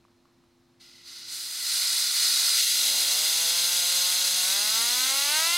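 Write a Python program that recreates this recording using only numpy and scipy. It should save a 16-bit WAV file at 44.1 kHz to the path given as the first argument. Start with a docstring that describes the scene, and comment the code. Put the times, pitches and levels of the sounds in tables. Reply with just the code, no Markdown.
"""Compressed air hisses through a hose into the plastic housing of a small turbine: shaped stereo noise.
A hand opens the valve of the gas cylinder in steps, with dry ticks; each step sets a new hiss level.
At about 2.6 s the hiss changes colour and the rotor spins up, levels off at a buzz, then climbs again
to a whine: harmonics of the shaft speed over chopped noise. Behind it lies a quiet room with a faint hum."""
import sys
import numpy as np
from scipy.fft import rfft, irfft, next_fast_len
from scipy.io import wavfile
from scipy.ndimage import map_coordinates

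SR = 44100
rng = np.random.default_rng(int(sys.argv[2]) if len(sys.argv) > 2 else 0)


def to_wav(sig):
    """Store sig (one row per channel, or 1-D mono) as 16-bit WAV at the path in sys.argv[1].

    Samples outside -1..1 are clipped; the rate is SR.
    """
    pcm = np.clip(np.atleast_2d(sig), -1, 1) * 32767
    pcm = np.round(pcm).astype(np.int16)
    wavfile.write(sys.argv[1], SR, pcm.T)  # frames by channels


N = 245637

# Peaks and notches of hose and housing. Each row: centre in Hz, width in Hz,
# gain in dB for the early hiss, gain in dB for the late hiss.
DUCT_RESONANCES = [(1415, 236, 11, 12.5), (2024, 340, 10.5, 8.5), (2460, 110, 3.5, -6.5),
                   (2960, 110, 6.5, -1), (3056, 162, -4.5, -10.5), (3450, 130, 5.4, 3), (3827, 85, 7.5, 5),
                   (4004, 163, 6, 4), (4050, 31, -24, -16), (4178, 150, 7, 7.5), (4450, 165, 6, 1.2),
                   (4700, 28, -18, -11), (4970, 430, 8.5, 7.5), (5260, 150, -8, -9.5), (6320, 260, 3.5, 6),
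                   (6900, 88, 4.5, -8), (7090, 305, -0.3, 5.5), (7600, 210, 7.5, -2.5),
                   (7680, 210, -5.5, 7.5), (8090, 510, 10.0, 6.5), (8420, 45, -9, -4),
                   (8620, 270, 8.5, 5.5), (9190, 98, 16.5, 5.5), (9160, 69, -13, 1), (9930, 410, 4.5, 6.5),
                   (10540, 160, 5, 5.5), (11300, 41, 9, 5), (11660, 86, 2, 4), (13083, 86, 5, -4),
                   (13609, 110, 4.1, 4)]
# Hiss spectra, early and late. Each row: frequency in Hz, relative density in dB per Hz.
EARLY_HISS = [(130, -51), (220, -28.5), (400, -32.5), (600, -25.5), (1100, -22.5), (2000, -19.5),
              (3000, -11.5), (4200, -4.5), (6000, -6.5), (8000, -14.5), (10500, -11.5), (13000, -15.5),
              (15600, -21.5)]
LATE_HISS = [(130, -40), (220, -25.5), (400, -26.5), (600, -22), (1100, -27), (2000, -15), (3000, 0.5),
             (4200, -0.5), (6000, -3), (8000, -8.0), (10500, -6), (13000, -6.5), (15600, -15.5)]
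# Hollow undertone of a weak jet. Each row: frequency in Hz, relative density in dB per Hz.
HOLLOW_UNDERTONE = [(300, -28), (1100, -17), (1400, -3), (1750, -21), (2000, 7), (2300, -7), (2600, 0),
                    (3300, 0), (6000, -40)]
# Turns of the valve wheel. Each row: start in seconds, length in seconds,
# hiss level reached in dB, top-band level reached in dB relative to the hiss.
VALVE_STEPS = [(0.795, 0.013, -54.5, -10.5), (1.034, 0.045, -43.5, -9.7), (1.264, 0.067, -36.5, -2.8),
               (1.54, 0.2, -27.5, -3.2), (2.13, 0.086, -25, -4), (2.524, 0.15, -26, -2.5)]
SWELL_S, SWELL_WIDTH_S, SWELL_DB = 2.575, .045, 2  # brief swell of the hiss as its colour changes
SAG_DB_PER_S = 0.39  # slow fall of the hiss after the swell, as the hose pressure eases off

# Spurts of the rotor. Each row: start in seconds, first acceleration in turns per s per s,
# decay time constant in seconds.
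ROTOR_SPURTS = [(2.665, 661.8, .261), (4.434, 123.8, 15.2), (5.282, 156.4, .292)]
CREEP_HZ_PER_S = 5.39
# Shaft orders. Each row: multiple of the shaft speed, relative level in dB.
SHAFT_ORDERS = [(1, -1.5), (2, -1), (3, 2.5), (4, 3.5), (5, 2.5), (6, 2), (7, 0), (8, 1.5), (9, 0),
                (10, -2), (11, -5.5), (12, -7.5), (13, -2), (14, -22)]
# Radiation of the shaken housing. Each row: frequency in Hz, gain in dB.
SHELL_RADIATION = [(100, -40), (135, -10), (180, -6), (265, -3.5), (340, -15), (400, -10), (520, -.5),
                   (680, -2), (1030, .5), (1180, -2), (1380, 3), (1540, 6), (1720, -2), (1900, 3),
                   (2120, 6), (2420, 0), (2780, 6), (3100, 1), (4500, 0)]
# Air churned by the blades. Each row: frequency in Hz, relative density in dB per Hz.
BLADE_CHURN = [(130, -37), (190, -37), (250, -23), (380, -14), (550, 0.5), (800, 12.5), (1150, 9.5),
               (1450, 13), (1750, -12), (2050, 17.5), (2450, -1), (2850, 1), (4500, 10.5), (9000, -9)]
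# Shaking of the housing: level at cruising speed, slope per doubling of speed, slope with acceleration.
CRUISE_HZ = 180
SHAKE_DB, SHAKE_DB_PER_OCTAVE, STRAIN_DB_PER_HZ_PER_S = -47.5, 5, 0.0203
# A faster shaft favours the orders above the pivot: dB per order and doubling of speed.
BRIGHTEN_DB, PIVOT_ORDER = 0.5, 5
# Lines and churned air against the shaking, at cruising speed and per doubling of speed.
WHINE_DB, WHINE_DB_PER_OCTAVE = -9, 3.5
CHURN_DB, CHURN_DB_PER_OCTAVE = 0, -0.5

# Ticks of the valve wheel. Each row: start in seconds, level in dB before a 2 dB cut,
# ring frequency in Hz, share of crack.
WHEEL_TICKS = [(0.042, -56, 2400, .8), (0.051, -43, 1130, .3), (0.083, -52, 1170, .4),
               (0.255, -45.5, 1140, .4), (0.288, -52, 1100, .2), (0.438, -52, 1200, 1.1)]
# Quiet room. Each row: frequency in Hz, relative density in dB per Hz.
ROOM_SPECTRUM = [(15, -8), (30, 3), (70, 1), (130, -12), (250, -3), (340, -3), (1000, -3), (1500, -7.5),
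                 (3300, -11.5), (4200, -6), (4500, -12), (5100, -10.5), (7000, -16.5), (15500, -26)]
ROOM_DB, LOW_BAND_DB = -69, -69.5
# Appliance hum. Each row: frequency in Hz, mean level in dB.
HUM_TONES = [(253, -72), (346, -69.5)]

# Stereo width of the noises. Each row: frequency in Hz, side relative to mid in dB.
SIDE_LEVEL = [(100, -20), (250, -10), (700, -6), (1300, -20), (2400, -30.5), (4400, -16), (8000, -10),
              (15000, -10.5)]
# Stereo balance. Each row: frequency in Hz, left minus right in dB.
LEFT_RIGHT_BALANCE = [(1000, 0), (4400, -.5), (8000, -1), (15000, -1.5)]
TOP_HZ = 15800


def hiss():
    """Turbulent air from the valve, stepped in level and brightness; its colour changes at about 2.56 s."""
    hiss_db, bright_db = flow()
    hz, width_hz, early_db, late_db = np.transpose(DUCT_RESONANCES)
    early = jet(EARLY_HISS, list(zip(hz, width_hz, early_db)), ripple_db=1.7)
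    late = jet(LATE_HISS, list(zip(hz, width_hz, late_db)), ripple_db=2.1)
    # equal-power crossfade
    changed = ramp(2.56, 0.059)
    core, top = np.sqrt(1 - changed) * np.array(early) + np.sqrt(changed) * np.array(late)
    gusts = amp(hiss_db + 0.35 * wobble(25.42) + 0.49 * wobble(160))
    core_gain = amp(.5 + 0.11 * wobble(20))
    air = gusts * (core_gain * core + amp(bright_db) * top)
    # the undertone grows more slowly than the hiss
    undertone = noise(lambda f: along(HOLLOW_UNDERTONE, f))
    air += amp(-63.0 + 0.089 * (hiss_db + 58)) * undertone
    # in the late hiss an edge tone at the nozzle, a narrow noise band, flares irregularly
    edge = noise(lambda f: -20 * np.log10(1 + ((f - 6380) / 260) ** 2))
    flare = amp(1.6 * np.tanh(1.2 * wobble(35)))
    air += changed * amp(hiss_db - 11.0) * unit(edge * flare)
    start_s, length_s = VALVE_STEPS[0][:2]
    return ramp(start_s, length_s) * air


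def flow():
    """Hiss and top-band levels in dB: each valve turn carries both to a new step; swell and sag add."""
    _, _, hiss_db, bright_db = VALVE_STEPS[0]
    for start_s, length_s, step_db, step_bright_db in VALVE_STEPS[1:]:
        turned = ramp(start_s, length_s)
        hiss_db = hiss_db + turned * (step_db - hiss_db)
        bright_db = bright_db + turned * (step_bright_db - bright_db)
    since_s = clock() - SWELL_S
    swell_db = SWELL_DB * np.exp(-(since_s / SWELL_WIDTH_S) ** 2)
    sag_db = SAG_DB_PER_S * np.maximum(since_s, 0)
    return hiss_db + swell_db - sag_db, bright_db


def jet(spectrum, resonances, ripple_db):
    """Turbulence coloured by the duct, as a core band and a top band of rms 1."""
    delays_s = rng.uniform(.002, .016, 14)

    def colour(hz):
        duct_db = sum(db / (1 + (2 * (hz - centre) / width) ** 2) for centre, width, db in resonances)
        # echoes off the cylinder and the backdrop comb the spectrum
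        echoes = sum(np.cos(2 * np.pi * hz * delay_s) for delay_s in delays_s)
        comb = unit(np.tanh(unit(echoes)))
        return along(spectrum, hz) + duct_db + ripple_db * comb * np.clip(hz / 8000, 0, 1)

    air = noise(colour)
    core = filtered(air, lambda hz: 1 / (1 + (hz / 6800) ** 16))
    return unit(core), unit(air - core)


def rotor():
    """The unbalanced rotor shakes the housing at multiples of its speed and chops the air each turn."""
    speed_hz, push_hz_per_s = spin()
    octaves = np.log2(np.maximum(speed_hz, 1) / CRUISE_HZ)
    shake_db = SHAKE_DB + SHAKE_DB_PER_OCTAVE * octaves + STRAIN_DB_PER_HZ_PER_S * push_hz_per_s
    # the shaft runs less evenly while it first spins up
    unsteady = 0.0014 + 0.0246 * (1 - ramp(2.85, 0.33))
    turns = np.cumsum(speed_hz * (1 + unsteady * wobble(40))) / SR
    tone = np.zeros(N)
    for order, db in SHAFT_ORDERS:
        tilt_db = BRIGHTEN_DB * (order - PIVOT_ORDER) * octaves
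        gain = amp(db + along(SHELL_RADIATION, order * speed_hz) + tilt_db)
        # one knock a turn keeps the orders loosely in step; play in the bearing roughens the higher ones
        phase = 2 * np.pi * order * turns + rng.normal(0, 0.81) + 0.027 * order * wobble(130)
        tone += gain * amp(2.0 * wobble(14)) * np.sqrt(2) * np.cos(phase)
    chop = amp(3.5 * np.cos(2 * np.pi * turns))
    churn = unit(chop * noise(lambda hz: along(BLADE_CHURN, hz)))
    # the lines stand out of the churning air as the shaft gathers speed
    whine = ramp(2.64, 0.27) * amp(WHINE_DB + WHINE_DB_PER_OCTAVE * octaves) * tone
    churned = ramp(2.69, 0.052) * amp(CHURN_DB + CHURN_DB_PER_OCTAVE * octaves) * churn
    return amp(shake_db) * (whine + churned)


def spin():
    """Rotor speed (turns per s) and acceleration: drag eats up each spurt, and a slow creep goes on."""
    t = clock()
    push = CREEP_HZ_PER_S * (t > ROTOR_SPURTS[0][0])
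    for start_s, first, lag_s in ROTOR_SPURTS:
        push = push + first * (t > start_s) * np.exp(-np.maximum(t - start_s, 0) / lag_s)
    return np.cumsum(push) / SR, push


def ticks():
    """Short dry ticks as the hand takes up the valve wheel: a damped sine plus a noise crack."""
    out, t = np.zeros(N), np.arange(SR // 20) / SR
    for start_s, db, hz, snap in WHEEL_TICKS:
        # ring and crack fall 60 dB in 12 and 8 ms
        ring = .8 * np.sin(2 * np.pi * hz * t) * amp(-60 * t / .012)
        crack = snap * rng.standard_normal(len(t)) * amp(-60 * t / .008)
        out[round(start_s * SR):][:len(t)] += amp(db - 2) * (ring + crack)
    return filtered(out, lambda hz: 1 / (1 + (hz / 4500) ** 2))


def room():
    """Faint room noise, the hum of a distant appliance, and a low noise band fading from about 1.5 s."""
    hum = np.zeros(N)
    for hz, db in HUM_TONES:
        gain = amp(db + 0.79 * wobble(4.7)) * np.sqrt(2)
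        hum += gain * np.sin(2 * np.pi * hz * clock() + 0.54 * wobble(3.9))
    low_points = [(70, -11), (120, 1.0), (170, -7.5), (260, -1), (500, -49)]  # Hz, dB per Hz
    low_band = (1 - ramp(1.48, 0.31)) * noise(lambda hz: along(low_points, hz))
    air = noise(lambda hz: along(ROOM_SPECTRUM, hz))
    return hum + amp(LOW_BAND_DB) * low_band + amp(ROOM_DB) * air


def noise(colour):
    """Stereo noise of rms 1; colour(Hz) shapes it in dB, with a weaker side signal for width."""
    mid = filtered(rng.standard_normal(N), lambda hz: amp(colour(hz)))
    side = filtered(rng.standard_normal(N), lambda hz: amp(colour(hz) + along(SIDE_LEVEL, hz)))
    return unit(np.array([mid + side, mid - side]))


def filtered(x, response):
    """x times a zero-phase response of frequency."""
    size = next_fast_len(N + 8192)
    return irfft(rfft(x, size) * response(np.fft.rfftfreq(size, 1 / SR)), size)[..., :N]


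def wobble(rate_hz):
    """Smooth random curve, rate_hz knots per second."""
    return map_coordinates(rng.standard_normal(int(N * rate_hz / SR) + 4), [clock() * rate_hz])


def ramp(start_s, length_s):
    """Goes from 0 to 1 over length_s."""
    return np.clip((clock() - start_s) / length_s, 0, 1)


def clock():
    """Time of each sample in seconds."""
    return np.arange(N) / SR


def along(points, hz):
    """(Hz, value) points interpolated on a log-frequency axis."""
    f, v = np.transpose(points)
    return np.interp(np.log(hz + 1), np.log(f), v)


def unit(x):
    """Scaled to rms 1."""
    return x / np.sqrt(np.mean(x ** 2) + 1e-20)


def amp(db):
    """Decibels to gain."""
    return 10 ** (np.asarray(db) / 20)


def scene():
    """Sum of the sources, the treble leaning a little to the right."""
    sound = hiss() + rotor() + ticks() + room()
    return filtered(sound, lambda hz: amp(np.outer([.5, -.5], along(LEFT_RIGHT_BALANCE, hz))))


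def record(dry):
    """The stereo image narrows to mono at about 2.5 s; nothing passes above TOP_HZ."""
    mid, side = (dry[0] + dry[1]) / 2, (dry[0] - dry[1]) / 2
    side = side * (1 - ramp(2.505, 0.016))
    return filtered(np.array([mid + side, mid - side]), lambda hz: hz < TOP_HZ)


dry = scene()
out = record(dry)
to_wav(out)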